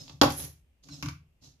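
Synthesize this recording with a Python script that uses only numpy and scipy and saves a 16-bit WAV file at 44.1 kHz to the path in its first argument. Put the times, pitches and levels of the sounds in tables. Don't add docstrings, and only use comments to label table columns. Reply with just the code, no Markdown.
import sys
import numpy as np
from scipy import signal
from scipy.fft import rfft, irfft
from scipy.io import wavfile
from scipy.ndimage import uniform_filter1d

SR = 44100
rng = np.random.default_rng(int(sys.argv[2]) if len(sys.argv) > 2 else 0)


def transcribe(u):
    v = np.clip(np.atleast_2d(u).T, -1, 1)
    q = np.round(v * 32767).astype(np.int16)
    wavfile.write(sys.argv[1], SR, q)


N = 70560

# freq_hz, level_db, t60_s
DESK_MODES = [(76, -9, .65), (86, -9, .4), (106, -6, .42), (126, -2, .33), (142, 0, .42), (163, -6, .45)]
# freq_hz, level_db, t60_s
BOX_MODES = [(246, -27, .25), (287, -14, .22), (320, -27, .22)]
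# freq_hz, density_db
TICK_SPECTRUM = [(5000, -26.5), (8300, -16), (9800, -2.5), (11300, 5), (12500, -3), (14500, -4.5),
                 (16000, -20)]
DESK_DB = -27.5
THUMP_RISE_S, FRAME_RISE_S, CONTACT_S = .0085, .0007, .0001


def undb(db):
    return 10 ** (np.asarray(db) / 20)


def per_bin(points):
    hz, value = np.array(points, float).T
    return np.interp(np.log(np.arange(N + 1) * SR / (2 * N) + 1), np.log(hz), value)


def shape(x, gain):
    cepstrum = irfft(np.log(gain + 1e-9))
    cepstrum[1:N] *= 2
    cepstrum[N + 1:] = 0
    return irfft(rfft(x, 2 * N) * np.exp(rfft(cepstrum)))[..., :N]


def colour(x, spectrum):
    gain = undb(per_bin(spectrum))
    return shape(x, gain / np.sqrt(np.mean(gain ** 2)))


def noise(alike_below_hz=370):
    hz = np.fft.rfftfreq(N, 1 / SR)
    side_share = .5 * hz ** 2 / (hz ** 2 + alike_below_hz ** 2)
    mid, side = rfft(rng.standard_normal((2, N)))
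    return irfft(mid * np.sqrt(1 - side_share) + np.array([[1], [-1]]) * side * np.sqrt(side_share), N)


def wander(rate_hz):
    hold = max(int(SR / rate_hz), 1)
    return 1.3 * uniform_filter1d(rng.standard_normal(N)[np.arange(N) // hold], hold)


def grit(rate_hz, spread_db):
    x = noise() * undb(spread_db * wander(rate_hz))
    return x / np.std(x)


def fade(age_s, t60_s):
    return np.exp(-np.log(1000) * age_s / t60_s)


def envelope(t, times_s, levels_db, edge_t60_s=.025):
    outside_s = np.maximum(np.maximum(times_s[0] - t, t - times_s[-1]), 0)
    return undb(np.interp(t, times_s, levels_db)) * fade(outside_s, edge_t60_s)


def impulses(table):
    start_s, *levels_db = np.array(table).T
    trains = np.zeros((len(levels_db), N))
    trains[:, (start_s * SR).astype(int)] = undb(levels_db)
    return trains


def ring(t, blows, modes, rise_s):
    response = -sum(undb(db) * fade(t, t60_s) * np.sin(2 * np.pi * hz * t) for hz, db, t60_s in modes)
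    return signal.fftconvolve(blows, response * (1 - np.exp(-t / rise_s)) ** 2)[:N]


def burst(t, blows, spectrum, t60_s):
    decay = fade(t, t60_s) * (1 - np.exp(-t / CONTACT_S))
    return colour(noise() * signal.fftconvolve(blows, decay)[:N], spectrum)


def background(level_db=-67.5):
    # freq_hz, density_db
    spectrum = [(30, -3), (72, 11), (110, -6), (300, -11), (500, -16.5), (1500, -27), (2700, -20.5),
                (4000, -31.5), (12000, -34.5)]
    return undb(level_db) * colour(noise(), spectrum)


def room(t, x, rise_s=.012):
    # freq_hz, t60_s
    decays = [(150, 0.07), (700, 0.2), (2500, 0.28), (6000, 0.21), (14000, 0.2463)]
    # freq_hz, gain_db
    reflection = [(130, -21.5), (300, -13.5), (600, -1), (1500, -2), (4000, -3.5), (11000, -1)]
    band_hz, band_t60_s = np.array(decays).T
    white = rfft(noise())
    log_hz = np.log(np.fft.rfftfreq(N, 1 / SR) + 1)
    tail = 0
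    for weights, t60_s in zip(np.eye(len(band_hz)), band_t60_s):
        band = irfft(white * np.interp(log_hz, np.log(band_hz), weights), N)
        tail += band * fade(t, t60_s) * np.sqrt(2 * np.log(1000) / (t60_s * SR))
    tail = shape(tail * (1 - np.exp(-t / rise_s)), undb(per_bin(reflection)))
    return signal.fftconvolve(x, tail, axes=1)[:, :N]


def gear_whirr(t):
    # time_s, teeth_db, rumble_db
    moves = [
        [(0, -50, -50), (.02, -52.5, -49.5), (.075, -59, -61.5), (.12, -61, -61), (.2, -78, -59.5)],
        [(.828, -79, -69), (.838, -56, -76), (.856, -65, -56), (.905, -57.5, -58), (.94, -51.5, -51.5),
         (.972, -56, -56), (1.02, -59.5, -54.5)],
        [(1.41, -79.5, -79.5), (1.426, -61.5, -56), (1.447, -55, -60.5), (1.475, -59.5, -61.5),
         (1.6, -88, -81.5)],
    ]
    # freq_hz, density_db
    teeth_spectrum = [(600, -10), (1200, -11), (2000, -17.5), (4000, -1), (5300, 0), (6600, -1),
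                      (7700, -11), (8800, -26.5), (11300, -13.5), (15000, -33.5)]
    # freq_hz, density_db
    rumble_spectrum = [(25, -23.5), (60, -13), (115, -4.5), (150, 3), (200, -16), (245, -6.5), (278, -1),
                       (350, -23.5), (600, -19.5), (1500, -42)]
    teeth = colour(grit(rate_hz=770, spread_db=2), teeth_spectrum)
    rumble = colour(noise(), rumble_spectrum)
    out = 0
    for move in moves:
        times_s, teeth_db, rumble_db = np.array(move).T
        out += teeth * envelope(t, times_s, teeth_db) + rumble * envelope(t, times_s, rumble_db)
    return out


def gear_whine(t, jitter=.0093):
    # time_s, mesh_hz, level_db
    whines = [
        [(0, 1276, -52), (.025, 1291, -57.5)],
        [(.903, 1433, -55.5), (.93, 1335, -52), (.953, 1276, -56), (.97, 1175, -60)],
    ]
    # freq_hz, gain_db
    housing = [(2700, -15.5), (3300, -19.5), (4050, 2.5), (4600, -10), (5200, 6.5), (5750, -9.5),
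               (8000, -17)]
    housing_hz, housing_db = np.array(housing).T
    out = 0
    for whine in whines:
        times_s, mesh_hz, level_db = np.array(whine).T
        pitch_hz = np.interp(t, times_s, mesh_hz) * (1 + jitter * wander(810))
        phase = 2 * np.pi * np.cumsum(pitch_hz) / SR
        for harmonic in range(2, 7):
            gain_db = np.interp(harmonic * pitch_hz, housing_hz, housing_db) + 3 * wander(200)
            out += undb(gain_db) * envelope(t, times_s, level_db) * np.sin(harmonic * phase)
    return out


def arm_slide(t, waver=.0015):
    # time_s, scrape_db, hiss_db, squeak_db
    levels = [(.29, -48.5, -50, -87.5), (.32, -41.5, -47, -47.5), (0.359, -53, -50, -44.5),
              (.385, -44.5, -38, -33), (0.411, -46, -39, -38), (0.453, -47, -44, -53),
              (0.473, -57.5, -74, -71), (0.599, -80.5, -103, -93)]
    # pitch_hz, level_db
    partials = [(10850, 0), (11020, 0), (11380, -7), (8530, -16)]
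    # freq_hz, density_db
    scrape_spectrum = [(100, 4.5), (300, 15), (900, -0.5), (1700, 1), (3500, 1), (6500, 7.5), (8200, -3.5),
                       (12000, -20)]
    times_s, scrape_db, hiss_db, squeak_db = np.array(levels).T
    squeak = 0
    for pitch_hz, level_db in partials:
        gain = undb(level_db + 2 * wander(69))
        phase = 2 * np.pi * np.cumsum(pitch_hz * (1 + waver * wander(400))) / SR
        squeak += gain * np.sin(phase)
    scrape = colour(grit(rate_hz=570, spread_db=1.5), scrape_spectrum) * envelope(t, times_s, scrape_db)
    hiss = colour(grit(rate_hz=270, spread_db=7.5), TICK_SPECTRUM) * envelope(t, times_s, hiss_db)
    return scrape + hiss + .5 * squeak * envelope(t, times_s, squeak_db)


def arm_taps(t):
    # start_s, thump_db, boom_db, tap_db
    blows = [(0.8865, -16.5, -26, -16.5), (1.0255, -0.5, -14.5, 2), (1.059, -22, -18, -5),
             (1.085, -17.5, -31, -4), (1.424, -25.5, -47, -52)]
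    # freq_hz, density_db
    tap_spectrum = [(300, -22), (450, -14.5), (850, -8.5), (1150, 3.5), (1300, -6.5), (1450, 4),
                    (1800, -11.5), (2300, -2), (3400, -11.5), (4300, -9), (5200, -6.5), (6500, -8.5),
                    (8800, -30), (11000, -19), (15000, -30)]
    thump, boom, tap = impulses(blows)
    return (undb(DESK_DB) * ring(t, thump, DESK_MODES, THUMP_RISE_S)
            + ring(t, boom, BOX_MODES, THUMP_RISE_S)
            + undb(-32) * burst(t, tap, tap_spectrum, t60_s=.063))


def arm_slam(t, frame_db=-27.5, frame_t60_s=.19):
    # start_s, thump_db, frame_db, click_db, tick_db
    blows = [(0.0795, -36.5, -48.5, -33.5, -44), (0.0955, -14.5, -36.5, -32, -40.5),
             (0.2139, 3.5, -0.5, 0, -2), (0.2175, -15, -3.5, -15.5, -5), (0.2335, -23, -4, -16, -4.5),
             (0.3035, -21, -45, -23.5, -12.5), (0.399, -11, -43, -28, -8), (0.438, -31, -38, -35.5, -17)]
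    # freq_hz, level_db
    frame_partials = [(364, 0), (415, -7), (485, -6), (514, -3), (554, 0), (600, 0), (696, -4), (764, -3),
                      (826, 2), (898, -2), (981, -4), (1033, -5), (1118, -3), (1150, -4)]
    # freq_hz, level_db, t60_s
    crack_modes = [(900, -11, .008), (3400, -10.5, 0.01), (4980, -9.5, .006)]
    # freq_hz, level_db, t60_s
    metal_modes = [(8530, -61, .7)]
    # freq_hz, density_db
    clack_spectrum = [(40, -31.5), (130, -4), (200, -28), (300, 4.5), (450, 1.5), (560, 0.5), (660, -6),
                      (850, 2.5), (1200, -5), (1700, -9.5), (2200, -18.5), (4000, -38.5)]
    # freq_hz, density_db
    click_spectrum = [(900, -32.5), (2000, -13.5), (2600, -2), (3400, -1.5), (4200, 0.5), (5300, -0.5),
                      (6400, -8.5), (7400, -10.5), (8300, -31.5), (11000, -49.5)]
    thump, frame, click, tick = impulses(blows)
    frame_modes = [(hz, db + frame_db, frame_t60_s) for hz, db in frame_partials]
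    return (undb(DESK_DB) * ring(t, thump, DESK_MODES, THUMP_RISE_S)
            + ring(t, frame, BOX_MODES, FRAME_RISE_S)
            + ring(t, frame, frame_modes, FRAME_RISE_S)
            + ring(t, click, crack_modes, CONTACT_S)
            + ring(t, tick, metal_modes, CONTACT_S)
            + undb(-14) * burst(t, frame, clack_spectrum, t60_s=.076)
            + undb(-12.5) * burst(t, click, click_spectrum, t60_s=.04)
            + undb(-32) * burst(t, tick, TICK_SPECTRUM, t60_s=.056))


def scene():
    # freq_hz, left_minus_right_db
    balance = [(380, 1.2), (700, -1.5), (1300, 0), (2400, 4), (4400, -4), (8000, -5), (14000, -0.5)]
    t = np.arange(N) / SR
    robot = arm_slam(t) + arm_taps(t) + gear_whirr(t) + gear_whine(t) + arm_slide(t)
    lean_db = per_bin(balance) / 2
    direct = np.array([shape(robot[0], undb(lean_db)), shape(robot[1], undb(-lean_db))])
    return direct + room(t, .5 * (direct + robot)) + background()


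def record(dry):
    cutoff_hz = 14700
    lowpass = signal.ellip(8, .2, 70, cutoff_hz, fs=SR, output="sos")
    return signal.sosfilt(lowpass, np.clip(dry, -1, 1))


dry = scene()
out = record(dry)
transcribe(out)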